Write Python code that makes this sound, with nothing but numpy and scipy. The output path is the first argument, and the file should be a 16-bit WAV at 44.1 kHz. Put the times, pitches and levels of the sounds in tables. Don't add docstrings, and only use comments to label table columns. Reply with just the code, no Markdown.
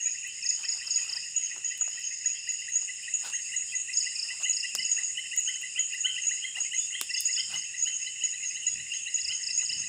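import sys
import numpy as np
from scipy import signal
from scipy.fft import rfft, irfft, next_fast_len
from scipy.io import wavfile

SR = 44100
rng = np.random.default_rng(int(sys.argv[2]) if len(sys.argv) > 2 else 0)


def wrap_up_sound(samples):
    columns = np.atleast_2d(samples).T
    tamed = np.clip(columns, -1, 1)
    steps = np.round(tamed * 32767).astype(np.int16)
    wavfile.write(sys.argv[1], SR, steps)


N = 435708
TIME = np.arange(N) / SR


def undb(db):
    return 10 ** (np.asarray(db) / 20)


def unit(x):
    return x / np.sqrt(np.mean(x ** 2))


def peak(x):
    return x / np.max(np.abs(x))


def curve(rows, at=TIME):
    return np.interp(at, *np.transpose(rows))


def add(out, s, x):
    i = int(round(s * SR))
    x, i = x[max(-i, 0):], max(i, 0)
    out[i:i + len(x)] += x[:max(len(out) - i, 0)]


def equalise(x, points):
    hz, db = np.transpose(points)
    size = next_fast_len(len(x))
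    f = np.maximum(np.fft.rfftfreq(size, 1 / SR), 1)
    return irfft(rfft(x, size) * undb(np.interp(np.log(f), np.log(hz), db)), size)[:len(x)]


def colour(x, points):
    return unit(equalise(x, points))


def resonate(x, hz, width):
    b, a = signal.iirpeak(min(hz, .45 * SR), hz / width, fs=SR)
    return signal.lfilter(b, a, signal.lfilter(b, a, x))


def wander(rate):
    steps = rng.standard_normal(2048)
    return np.interp(TIME * rate, np.arange(len(steps)), steps)


def tone(hz, shape):
    return np.sqrt(2) * shape * np.sin(2 * np.pi * (np.cumsum(hz) / SR + rng.random()))


def progress(length):
    return np.linspace(0, 1, max(int(length * SR), 8))


def waver(u, depth):
    return 1 + depth * np.interp(u, np.linspace(0, 1, 8), rng.standard_normal(8))


def swell(s, length, db):
    return undb(db) * np.exp(-np.minimum((2 * (TIME - s) / length) ** 2, 50))


def echoes(t60, onset, patchy_db=7):
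    t = np.arange(SR // 2) / SR
    sizes = rng.standard_normal(len(t)) * undb(patchy_db * rng.standard_normal(len(t)))
    arrivals = rng.random(len(t)) < .1
    return sizes * arrivals * (1 - np.exp(-t / onset)) * np.exp(-np.log(1000) * t / t60)


def forest(call, paths):
    wash = signal.fftconvolve(call, paths)
    return wash * np.sqrt(np.sum(call ** 2) / np.sum(wash ** 2))


# frequency in Hz, relative level in dB.
AIR_SPECTRUM = [(20, -23), (40, -8.5), (60, 5), (80, 5), (150, 3.5), (250, -2.5), (500, -7.5),
                (1100, -13.5), (1600, -10.5), (4000, -3.5), (10000, -10), (12500, -26.5), (15500, -21)]
def still_air(level_db=-60.5):
    return undb(level_db + wander(5.5)) * colour(rng.standard_normal(N), AIR_SPECTRUM)


# centre in Hz, nominal width in Hz, level in dB.
CHORUS_BANDS = [(1962, 276, -59), (2752, 320, -50.5), (3745, 240, -73), (5340, 540, -57.5),
                (6759, 380, -44)]
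def far_chorus(throb_db=2):
    out = np.zeros(N)
    for hz, width, db in CHORUS_BANDS:
        band = resonate(rng.standard_normal(N), hz, 1.8 * width)
        band = resonate(band, hz, 1.8 * width)
        out += undb(db + throb_db * wander(11)) * unit(band)
    return out


# time in seconds, level in dB.
CANOPY_LEVELS = [(0, -50.5), (.9, -47.5), (2.25, -52.5), (3.1, -45), (4.1, -43.5), (4.8, -44.5),
                 (6.2, -45.5), (6.7, -44.5), (7.5, -44.5), (7.65, -48.5), (9.88, -44.5)]
# frequency in Hz, relative level in dB.
WING_SPECTRUM = [(5800, -37), (6700, -1), (7300, 6.5), (8000, 2), (8700, -1.5), (9500, -5.5), (10200, -27),
                 (11200, -34.5), (12200, -31), (15000, -55)]
def bush_crickets(rasp_db=1.32, ripple_db=2):
    hz = np.arange(5800, 15000, 35)
    wing_db = curve(WING_SPECTRUM, hz) + ripple_db * rng.standard_normal(len(hz))
    level = undb(curve(CANOPY_LEVELS) + rasp_db * wander(110))
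    return level * colour(rng.standard_normal(N), np.column_stack([hz, wing_db]))


# start in seconds, number of calls, period in seconds, pitch in Hz,
# level in dB.
DEEP_BOUTS = [(.25, 7, .275, 3050, -48.5), (6.76, 4, 0.19, 3510, -49), (8.68, 3, .24, 3400, -57.5)]
def deep_callers(length=.0612, rise_hz=300):
    out, u = np.zeros(N), progress(length)
    for start, calls, period, hz, db in DEEP_BOUTS:
        for s in start + period * np.arange(calls):
            call = tone(hz + rise_hz * (u - .5), np.sin(np.pi * u))
            add(out, s, undb(db) * forest(call, echoes(t60=.2, onset=.017, patchy_db=-2.5)))
    return out


# pitch in Hz, its spread in Hz, wash level in dB,
# calls per second.
HIDDEN_FROGS = [(2004, 45, -45.5, 8), (2680, 78, -41, 8), (3044, 70, -47, 3)]
def far_frogs(length=.0164, rise_hz=380, scatter_db=2, direct_db=-4):
    out, u = np.zeros(N), progress(length)
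    for hz, spread_hz, db, rate in HIDDEN_FROGS:
        for k, (late, sharp, loud) in enumerate(rng.standard_normal((int(rate * N / SR) + 1, 3))):
            pitch = hz + spread_hz * sharp + rise_hz * (u - .5)
            call = undb(db + scatter_db * loud) * tone(pitch, np.sin(np.pi * u))
            s = (k + .2 * late) / rate
            add(out, s, undb(direct_db) * call)
            add(out, s, forest(call, echoes(t60=.094, onset=.014)))
    return out


# centre and length in seconds, level in dB,
# pitch in Hz.
GROUND_THUDS = [(1.572, 0.051, -59.5, 330), (4.78, 0.094, -58, 170), (7.534, 0.14, -56, 140),
                (8.782, 0.12, -54, 106), (9.277, 0.19, -60, 83.4), (9.565, 0.27, -64.5, 113),
                (9.79, 0.18, -53, 131)]
def footfalls():
    return sum(swell(s, length, db) * unit(resonate(rng.standard_normal(N), hz, .98 * hz))
               for s, length, db, hz in GROUND_THUDS)


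def grains(rate, uneven_db=.5):
    clicks = (rng.random(N) < rate / SR) * rng.standard_normal(N)
    return clicks * undb(uneven_db * np.minimum(rng.exponential(size=N), 3))


# centre and length in seconds,
# relative level in dB.
LEAF_RUSTLES = [(.62, 0.083, -57.5), (.74, 0.086, -58.5), (.87, 0.096, -60.5), (1.09, 0.21, -56),
                (1.58, 0.2, -68), (1.96, 0.11, -67.5), (3.28, 0.081, -48), (4.31, .31, -64.5),
                (4.42, .051, -57), (5.0, 0.095, -61), (6.59, 0.063, -54.5), (7.54, 0.083, -50),
                (9.35, 0.12, -65.5), (9.78, 0.085, -64)]
# frequency in Hz, relative level in dB.
LEAF_SPECTRUM = [(80, -11), (200, -7), (400, -6.5), (600, -3), (850, -3.5), (1050, -1.5), (1350, 4),
                 (2200, -3), (4000, 0), (9000, -7), (12500, -17), (15000, -19)]
def dry_leaves(gain_db=3, jerk_db=2, twig_db=-7):
    twigs = sum(resonate(grains(70), hz, width=150) for hz in np.geomspace(720, 1500, 6))
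    crunch = colour(grains(2200), LEAF_SPECTRUM) + undb(twig_db) * unit(twigs)
    pushes = sum(swell(*row) for row in LEAF_RUSTLES)
    return undb(gain_db + jerk_db * wander(60)) * pushes * crunch


# start in seconds, number of calls, base level in dB,
# direct sound in dB against that base.
SWEEP_BOUTS = [(.07, 2, -40.5, -20), (.430, 4, -28, -1.5), (1.415, 2, -40.5, -20), (1.87, 4, -38.5, -26.5),
               (1.98, 3, -38, -20), (2.74, 5, -40, -20), (3.938, 2, -27, -2), (4.535, 2, -28.5, -1),
               (4.99, 10, -41, -20), (7.109, 2, -27, -1.5), (7.55, 1, -39.5, 1), (7.76, 7, -39.5, -20),
               (9.216, 3, -28.5, -1)]
def sweeping_crickets(length=.026, gap=.036, period=.2225, top_hz=5850, bottom_hz=4380, hidden_db=-10):
    out, u = np.zeros(N), progress(length)
    fall_hz = top_hz + (bottom_hz - top_hz) * u
    for start, calls, db, direct_db in SWEEP_BOUTS:
        for n in range(calls):
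            s, call = start - length / 2 + n * period, np.zeros(SR // 7)
            first_db = -3 if n else -5
            for k, size in enumerate(undb([first_db, 0, 0])):
                pitch = fall_hz * (1 + .0082 * rng.standard_normal())
                add(call, k * gap, size * tone(pitch, np.sin(np.pi * u) ** 2.6))
            if direct_db > hidden_db:
                add(out, s, undb(db + direct_db) * call)
                add(out, s, undb(db - 6) * forest(call, echoes(t60=.55, onset=.04, patchy_db=2)))
            else:
                add(out, s, undb(db - 3) * forest(call, echoes(t60=.28, onset=.005, patchy_db=2)))
    return out


def wood_burst(hz, width, decay, tail_db, tail_decay):
    t = np.arange(SR // 5) / SR
    envelope = np.exp(-t / decay) + undb(tail_db) * np.exp(-t / tail_decay)
    return peak(resonate(rng.standard_normal(len(t)) * envelope, hz, width))


# start in seconds, peak of the crack in dB,
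# weight of the wood's body in dB.
FIRE_SNAPS = [(0.275, -31, -17), (0.8749, -34, -12), (1.7775, -30, -16), (2.5238, -32, -20),
              (3.506, -42, -12), (3.726, -39, -15), (4.751, -10.5, -12.5), (5.3640, -20.5, -25),
              (5.4017, -35, -22), (5.615, -33, -10.5), (7.013, -8.5, -11.5), (7.2067, -14, -41)]
# start in seconds, peak in dB, pitch in Hz.
STICK_KNOCKS = [(1.561, -41, 1090), (1.8135, -35.5, 1230), (1.877, -37.5, 810), (2.8235, -48.5, 900),
                (4.42, -45, 880), (9.628, -43, 1240)]
def campfire(thump_db=-16, ticks=55, softest_tick_db=-49, ticks_until_s=7.4):
    out = np.zeros(N)
    for s, db, body_db in FIRE_SNAPS:
        crack_hz = np.interp(body_db, [-40, -12], [11000, 7500])
        crack = wood_burst(crack_hz, width=10200, decay=.00032, tail_db=-29, tail_decay=.019)
        body = wood_burst(hz=1250, width=2600, decay=.0029, tail_db=-15.5, tail_decay=.018)
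        thump = wood_burst(hz=320, width=260, decay=.0038, tail_db=-18, tail_decay=.028)
        wood = undb(body_db - 6.5) * (body + undb(thump_db) * thump)
        add(out, s, undb(db) * (crack + wood))
    for s, db, hz in STICK_KNOCKS:
        knock = wood_burst(hz, width=1200, decay=.0044, tail_db=-14.5, tail_decay=.023)
        add(out, s, undb(db) * knock)
    for when, size in rng.random((ticks, 2)):
        tick = wood_burst(hz=11000, width=9000, decay=.0004, tail_db=-28, tail_decay=.005)
        add(out, ticks_until_s * when, undb(softest_tick_db + 10 * size ** 2) * tick)
    return out


# time in seconds, nominal pitch of the whistle in Hz.
NEAR_FROG_CALLS = [(0.068, 2574), (.24, 2610), (0.444, 2605), (.645, 2620), (.81, 2665), (.985, 2594),
                   (1.17, 2600), (1.509, 2566), (1.71, 2700), (1.974, 2670), (2.25, 2673), (2.473, 2843),
                   (2.679, 2740), (2.889, 2846), (3.078, 2700), (3.336, 2790), (3.535, 2856), (3.735, 2730),
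                   (3.884, 2734), (4.063, 2803), (4.302, 2820), (4.455, 2920), (4.64, 2780), (4.794, 2950),
                   (4.978, 2760), (5.181, 2950), (5.329, 2815), (5.486, 3006), (5.632, 2804), (5.781, 3014),
                   (5.938, 2787), (6.063, 3065), (6.177, 2860), (6.309, 2845), (6.441, 3070), (6.566, 2840),
                   (6.731, 2937), (6.95, 3106), (7.103, 2750), (7.161, 2867), (7.285, 2770), (7.392, 3036),
                   (7.55, 2950), (7.737, 2730), (7.873, 2954), (8.069, 2925), (8.228, 2940), (8.333, 2743),
                   (8.44, 2776), (8.564, 2926), (8.671, 2760), (8.793, 2786), (8.936, 2948), (9.073, 2816),
                   (9.181, 2780), (9.314, 2994), (9.497, 2720), (9.612, 2800), (9.715, 2945), (9.833, 2800)]
# time in seconds, base levels of the whistle
# and of the low note in dB.
FROG_MOOD = [(0, -36.5, -48.5), (1.5, -44, -47), (3.1, -40.5, -42), (4.7, -38.5, -40), (5.5, -37, -39.5),
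             (7, -38.5, -40), (7.8, -40, -46), (9.85, -39, -49)]
USUAL_WHISTLE_HZ = 2792
def frog_calls(effort_db_per_hz=.0125):
    s, hz = np.transpose(NEAR_FROG_CALLS)
    when, whistle_db, peep_db = np.transpose(FROG_MOOD)
    effort_db = effort_db_per_hz * (hz - USUAL_WHISTLE_HZ)
    return zip(s, hz, np.interp(s, when, whistle_db) + effort_db, np.interp(s, when, peep_db))


def frog_whistles(direct_db=3, wash_db=2.5, rise_hz_per_s=15000, scoop_hz=330, under_db=-27):
    out = np.zeros(N)
    for s, hz, db, _ in frog_calls():
        length = np.interp(hz, [2750, 3050], [.017, .04])
        u = progress(length)
        t = (u - .68) * length
        pitch = hz + 20 + rise_hz_per_s * t - scoop_hz * np.exp(-u / .16)
        shape = np.sin(np.pi * u ** 1.4) ** .8 * waver(u, depth=.49)
        call = tone(pitch, shape) + undb(under_db) * (hz > 2950) * tone(pitch / 2, shape ** 2)
        nearness = np.clip(undb(db + 37), .55, 1)
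        wash = forest(call, echoes(t60=.42, onset=.0019, patchy_db=4.5))
        start = s - .004 + t[0]
        add(out, start, undb(db + direct_db) * nearness * call)
        add(out, start, undb(db + wash_db) * wash)
    return out


# time in seconds, relative strength in dB.
PEEP_OCTAVE = [(0, -37), (7.4, -23), (7.9, 0), (9.8, 0.5)]
def frog_peeps(length=.025, lag=.01, usual_hz=1981.4, direct_db=5, wash_db=-2.5, octave_wash_db=-13):
    out, u = np.zeros(N), progress(length)
    for s, whistle_hz, _, db in frog_calls():
        hz = usual_hz + .27 * (whistle_hz - USUAL_WHISTLE_HZ)
        scoop_hz = 300 + 90 * rng.standard_normal()
        pitch = hz + 45 - scoop_hz * (1 - u) ** 3
        shape = np.sin(np.pi * u) ** 1.3 * waver(u, depth=.2)
        note, octave = tone(pitch, shape), tone(2 * pitch, shape ** 2)
        paths = echoes(t60=.15, onset=.0014, patchy_db=14.5)
        wash = forest(note + undb(octave_wash_db) * octave, paths)
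        octave_db = curve(PEEP_OCTAVE, s) + 7.7 * (rng.random() - 1.25)
        start = s + lag - length / 2
        add(out, start, undb(db + direct_db) * (note + undb(octave_db) * octave))
        add(out, start, undb(db + wash_db) * wash)
    return out


# nominal pitch in Hz, direct level in dB,
# wash level in dB, build-up of the wash in seconds, chirp times in seconds.
CRICKET_PERCHES = [(6801, -24.5, -28.5, .003, [.068, 0.499, .968, 1.372, 1.819, 2.268, 2.765, 3.148, 3.98, 4.505, 4.924, 5.384, 5.802, 6.278, 6.79, 7.264, 7.833, 8.247, 8.676, 9.152, 9.585]),
                   (6727, -29, -30.5, 0.00088, [0.699, .916, 1.655, 2.499, 3.573, 3.761, 4.441, 4.859, 5.043, 6.014, 6.613, 7.347]),
                   (6613, -34, -30, 0.0072, [.02, .45, 1.438, 2.05, 2.73, 3.343, 3.95, 5.465, 6.23, 6.755, 7.175, 7.568, 7.79, 7.94, 8.468, 8.945, 9.343, 9.54, 9.79])]
def chirping_crickets(bend_hz=300, flick_db=2.5, scatter_hz=24.9, scatter_db=.5, lead=.0105):
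    out, stroke_u, flick_u = np.zeros(N), progress(.02164), progress(.0082)
    stroke_shape = np.sin(np.pi * stroke_u ** .9) ** .9
    for own_hz, direct_db, wash_db, build_up, times in CRICKET_PERCHES:
        perch = echoes(t60=.6, onset=build_up)
        for s in times:
            hz = own_hz + scatter_hz * rng.standard_normal()
            size = undb(scatter_db * rng.standard_normal())
            flick = tone(np.full(len(flick_u), hz - 70), np.sin(np.pi * flick_u))
            stroke = tone(hz + 80 - bend_hz * (2 * stroke_u - .8) ** 2, stroke_shape)
            call = np.zeros(SR // 16)
            add(call, 0, undb(flick_db) * flick)
            add(call, .0056, stroke)
            add(out, s - lead, size * undb(direct_db) * call)
            add(out, s - lead + .005, size * undb(wash_db) * forest(call, perch))
    return out


def scene():
    air = still_air()
    insects = chirping_crickets() + sweeping_crickets() + bush_crickets() + far_chorus()
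    frogs = frog_whistles() + frog_peeps() + far_frogs() + deep_callers()
    camp = campfire() + footfalls() + dry_leaves()
    return (air + insects + frogs + camp)[None]


# frequency in Hz, gain in dB.
MIC_RESPONSE = [(20, -6), (10500, 2), (11500, -0.5), (12500, -10.5), (14000, -1.5), (15200, 8), (15800, -9)]
def record(dry, top_hz=15800):
    lowpass = signal.ellip(10, .2, 70, top_hz, fs=SR, output="sos")
    return signal.sosfilt(lowpass, equalise(dry[0], MIC_RESPONSE))[None]


dry = scene()
out = record(dry)
wrap_up_sound(out)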